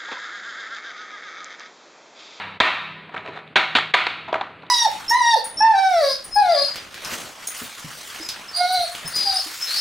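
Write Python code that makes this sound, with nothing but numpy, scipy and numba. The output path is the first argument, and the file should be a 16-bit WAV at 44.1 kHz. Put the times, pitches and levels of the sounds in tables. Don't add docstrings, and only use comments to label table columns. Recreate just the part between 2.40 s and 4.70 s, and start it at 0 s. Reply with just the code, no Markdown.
import sys
import numpy as np
from scipy import signal
from scipy.fft import rfft, irfft
from scipy.io import wavfile
from scipy.ndimage import uniform_filter1d, minimum_filter1d
from numba import njit

SR = 44100
rng = np.random.default_rng(int(sys.argv[2]) if len(sys.argv) > 2 else 0)


def transcribe(u):
    v = np.clip(np.atleast_2d(u).T, -1, 1)
    q = np.round(v * 32767).astype(np.int16)
    wavfile.write(sys.argv[1], SR, q)


def to_linear_factor(level_db):
    exponent = np.asarray(level_db, float) / 20
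    return 10 ** exponent


N = 101429
LEAD = 8820


def table(rows, hz):
    r = np.array(rows)
    return np.interp(np.log(np.maximum(hz, 1)), np.log(r[:, 0]), r[:, 1])


def colour(x, rows):
    log_gain = table(rows, np.fft.rfftfreq(4096, 1 / SR)) * np.log(10) / 20
    cepstrum = irfft(log_gain)
    cepstrum[1:2048] *= 2
    cepstrum[2049:] = 0
    response = irfft(np.exp(rfft(cepstrum)))
    return signal.fftconvolve(x, response)[:len(x)]


def decay(t, t60):
    return np.exp(-np.log(1000) * t / t60)


def walk(rate):
    k = int(SR / rate)
    steps = np.repeat(rng.standard_normal(64), k)
    return 1.3 * uniform_filter1d(uniform_filter1d(steps, k), k)[:N]


# pitch_hz, level_db (relative, before focus and scatter), t60_s
TRAY_MODES = [(120, -27.5, .04), (270, -33, 0.026), (390, -7.5, 0.045), (644, -11, 0.079), (758, -3, 0.022),
              (966, -14, 0.066), (988, -8, 0.048), (1152, -13, 0.046), (1302, 0, 0.013), (1644, -3, 0.012),
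              (1860, -4.5, 0.016), (2207, 1, 0.011), (2400, -1.5, 0.013), (2730, 0.5, 0.0072),
              (3080, -4, 0.0085), (3500, 0.5, 0.0074), (3837, 2, 0.0077), (4300, -1.5, 0.011)]


def ring(hz, focus_db, crack_db):
    mode_scatter_db, crack_s, crack_from_hz = 1, 0.0023, 595
    f, db, t60 = np.array(TRAY_MODES).T
    octaves = np.log2(f / hz)
    db = db + focus_db * octaves ** 2 + mode_scatter_db * rng.standard_normal(len(f))
    t = np.arange(4410)[:, None] / SR
    sign = np.sign(rng.standard_normal(len(f)))
    modes = (sign * to_linear_factor(db) * decay(t, t60) * np.sin(2 * np.pi * f * t)).sum(axis=1)
    crack = rng.standard_normal(len(t)) * np.exp(-t.ravel() / crack_s)
    crack = signal.lfilter(*signal.butter(2, crack_from_hz, "high", fs=SR), crack)
    return modes + to_linear_factor(crack_db) * np.sqrt(np.sum(to_linear_factor(db) ** 2)) * crack


def knocks(rows, soft_s, rise, first, focus_db, crack_db):
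    chatter_per_s = 1500
    out, t = np.zeros((2, N + LEAD + SR)), np.arange(4410) / SR
    push = (t * np.exp(-t / soft_s))[:200]
    for start, db, hz, chatter in rows:
        direct, power = 0, 0
        swell = (1 - np.exp(-t / (rise * chatter))) * np.exp(-t / chatter)
        for _ in range(5):
            struck = rng.random(len(t)) < chatter_per_s / SR
            hits = struck * rng.standard_normal(len(t)) * swell
            hits[0] = first
            spot = np.convolve(ring(hz, focus_db, crack_db), push)
            direct = direct + signal.fftconvolve(hits, spot)[:8192]
            power = power + np.abs(rfft(spot, 8192)) ** 2
        loudest = uniform_filter1d(direct ** 2, size=176).max()
        direct = to_linear_factor(db) * direct / np.sqrt(2 * loudest)
        to_room = irfft(np.sqrt(np.abs(uniform_filter1d(power, size=12))))
        to_room *= np.sqrt(np.sum(direct ** 2) / np.sum(to_room ** 2))
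        to_room = np.roll(to_room, int(chatter * SR) + 300)
        i = int(start * SR) + LEAD
        out[:, i:i + len(direct)] += direct, to_room
    return out[:, :N + LEAD]


# start_s, level_db (peak), pitch_hz (modes strongest near it), chatter_s (fade constant)
MOULD_BLOWS = [(-.12, 8, 1800, 0.0051), (.2018, 11.5, 2200, 0.0029), (.2046, 9, 1620, 0.011),
               (1.1568, 0.5, 2000, 0.0077), (1.1596, 3.5, 2010, 0.014), (1.3514, -3, 2310, 0.017),
               (1.363, -13, 2830, 0.012), (1.385, -9, 1670, 0.0035), (1.538, 1, 2300, 0.0051),
               (1.5408, 8, 1800, .008), (1.6678, -5.5, 3090, 0.0023)]


def mould_blows():
    return knocks(MOULD_BLOWS, soft_s=.00001, rise=.04, first=1.0, focus_db=-2.5, crack_db=-3.5)


# pitch_hz, t60_s
ROOM_FADE = [(100, .5), (400, 0.45), (1000, 0.86), (2000, 0.93), (4000, 0.87), (8000, .5), (14000, 1)]
# pitch_hz, level_db
ROOM_STRENGTH = [(100, -14.5), (400, -13), (600, -16), (1000, -12.5), (2000, -13), (4000, -12.5),
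                 (8000, -17), (14000, -12)]


def room(x):
    build_s, early_db, early_t60_s = 0.0091, 9.5, 0.27
    t, f = np.arange(SR) / SR, np.fft.rfftfreq(SR, 1 / SR)
    early = 1 + to_linear_factor(early_db) * decay(t, early_t60_s)
    noise, tail = rfft(rng.standard_normal(SR)), 0
    for hz in 50 * 2 ** np.arange(0, 9, .5):
        octaves = np.abs(np.log2(np.maximum(f, 1) / hz))
        band = irfft(noise * np.clip(1 - 2 * octaves, 0, 1))
        t60 = table(ROOM_FADE, hz)
        fading = band * decay(t, t60) / np.sqrt(t60 * SR / np.log(1e6))
        tail = tail + to_linear_factor(table(ROOM_STRENGTH, hz)) * fading
    build = 1 - np.exp(-t / build_s)
    return signal.fftconvolve(x, tail * build * early)[:len(x)]


# (relative, per Hz)
BACKGROUND_SPECTRUM = [(20, -34), (55, -26), (100, -5), (170, -7), (400, -5.5), (1000, -12), (2500, -11.5),
                       (4500, -27.5), (5500, -53), (9000, -50), (16000, -65.5)]


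def background():
    level_db = -47
    noise = colour(rng.standard_normal(N), BACKGROUND_SPECTRUM)
    return to_linear_factor(level_db) * noise / noise.std()


# pitch_hz (centre), level_db (rms, before wavering)
HUM_TONES = [(97, -63.5), (160, -57.5), (194, -63.5)]


def appliance_hum():
    waver_db, drift_rad_per_s = 4.5, 12
    t, hum = np.arange(N) / SR, 0
    for hz, db in HUM_TONES:
        level = to_linear_factor(db + waver_db * walk(5)) * np.sqrt(2)
        drift = np.cumsum(walk(4.4)) * drift_rad_per_s / SR
        hum = hum + level * np.sin(2 * np.pi * hz * t + drift)
    return hum


# start_s, level_db (peak before fading), pitch_hz, t60_s
COUNTER_THUDS = [(0.202, 2, 75, 0.047), (.204, -12.5, 251, 0.049), (1.157, -21.5, 68.5, .05),
                 (1.353, -14, 253, 0.03), (1.54, -20, 60, 0.059), (1.93, -25, 390, 0.092)]


def counter_thuds():
    start, db, hz, t60 = np.array(COUNTER_THUDS).T[:, :, None]
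    t = np.maximum((np.arange(N + LEAD) - LEAD) / SR - start, 0)
    return (to_linear_factor(db) * decay(t, t60) * np.sin(2 * np.pi * hz * t)).sum(axis=0)


# start_s, level_db (peak), pitch_hz (modes strongest near it), chatter_s (fade constant)
SWEET_BUMPS = [(.693, -33, 1190, 0.0017), (.722, -37, 1510, .002), (.741, -25, 1470, 0.0046),
               (.745, -25.5, 740, .003), (.763, -20.5, 1580, .005), (.766, -26.5, 740, .003),
               (.7775, -23.5, 2520, 0.0014), (.884, -25.5, 460, .003), (.8845, -34, 2400, 0.0021),
               (.965, -40.5, 890, 0.007), (1.0764, -35, 3200, .0006), (2.222, -39.5, 3500, .002),
               (2.233, -31, 800, .002), (2.265, -39, 3900, 0.0018)]


def sweet_bumps():
    return knocks(SWEET_BUMPS, soft_s=.00002, rise=1.0, first=0.29, focus_db=-15, crack_db=-8.5)


# start_s, level_db (rms)
SWEET_SLIDE = [(.7, -66.5), (.735, -42), (.79, -35), (.83, -49), (0.869, -34), (.92, -38.5), (0.971, -33.5),
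               (1.0, -42), (1.04, -53)]


def sweet_slide():
    contacts_per_s, scatter_db = 400, 1.5
    struck = rng.random(N) < contacts_per_s / SR
    hits = struck * rng.standard_normal(N) * to_linear_factor(scatter_db * rng.exponential(size=N))
    y = 0
    for k in range(6):
        spot = ring(hz=800, focus_db=-1.5, crack_db=-8)
        y = y + signal.fftconvolve(np.roll(hits, 5000 * k), spot)[:N]
    start, db = np.array(SWEET_SLIDE).T
    level = to_linear_factor(np.interp(np.arange(N) / SR, start, db, -120, -120))
    return np.pad(y / y.std() * level, (LEAD, 0))


# start_s, level_db (peak), pitch_hz (modes strongest near it), chatter_s (fade constant)
PALM_SLAPS = [(1.8785, -24.5, 800, 0.021), (1.928, -9.5, 800, 0.002), (1.9415, -11.5, 1217, 0.0023),
              (1.953, -16.5, 904, .008), (2.0104, -15.5, 1004, 0.0057), (2.0106, -21, 4300, .002),
              (2.043, -33, 1087, 0.0024), (2.065, -35, 1130, 0.005)]


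def palm_slaps():
    return knocks(PALM_SLAPS, soft_s=.00003, rise=0.087, first=0.83, focus_db=-6.5, crack_db=-4)


# pitch_hz, gain_db
MICROPHONE_COLOUR = [(30, -34), (100, -11), (300, -2.5), (1000, -1), (3900, -2), (4500, -8.5), (5200, -17),
                     (7000, -21), (9000, -30), (10500, -42), (16000, -40)]


def microphone(x):
    return colour(x, MICROPHONE_COLOUR)[LEAD:]


# pitch_hz, gain_db (side re mid)
STEREO_SIDE = [(4000, -91), (5000, -23), (8000, -16), (16000, -11)]


def stereo(mono):
    smear = rng.standard_normal(900) / 30
    side = colour(np.convolve(mono, smear)[:N], STEREO_SIDE)
    return np.array([mono + side, mono - side])


def scene():
    near, around = mould_blows() + sweet_bumps() + sweet_slide() + palm_slaps()
    events = microphone(near + counter_thuds() + room(around))
    return stereo(events + background() + appliance_hum())


@njit
def follow(cut, attack, release):
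    out, g = np.empty(len(cut)), 0.
    for i in range(len(cut)):
        g += (cut[i] - g) * (attack if cut[i] < g else release)
        out[i] = g
    return out


def limiter(x):
    limit_db, ahead_s, attack_s, release_s = -1.2, 0.027, 0.009, 0.049
    cut = np.minimum(limit_db - 20 * np.log10(np.abs(x[0]) + 1e-9), 0)
    half = int(ahead_s * SR) // 2
    coming = np.pad(cut, (0, half))[half:]
    deepest = minimum_filter1d(coming, size=2 * half + 1)
    return x * to_linear_factor(follow(deepest, 1 / (attack_s * SR), 1 / (release_s * SR)))


def band_limit(x):
    return signal.sosfilt(signal.butter(12, 16100, fs=SR, output="sos"), x)


def record(dry):
    mix = limiter(dry)
    return band_limit(mix)


dry = scene()
out = record(dry)
transcribe(out)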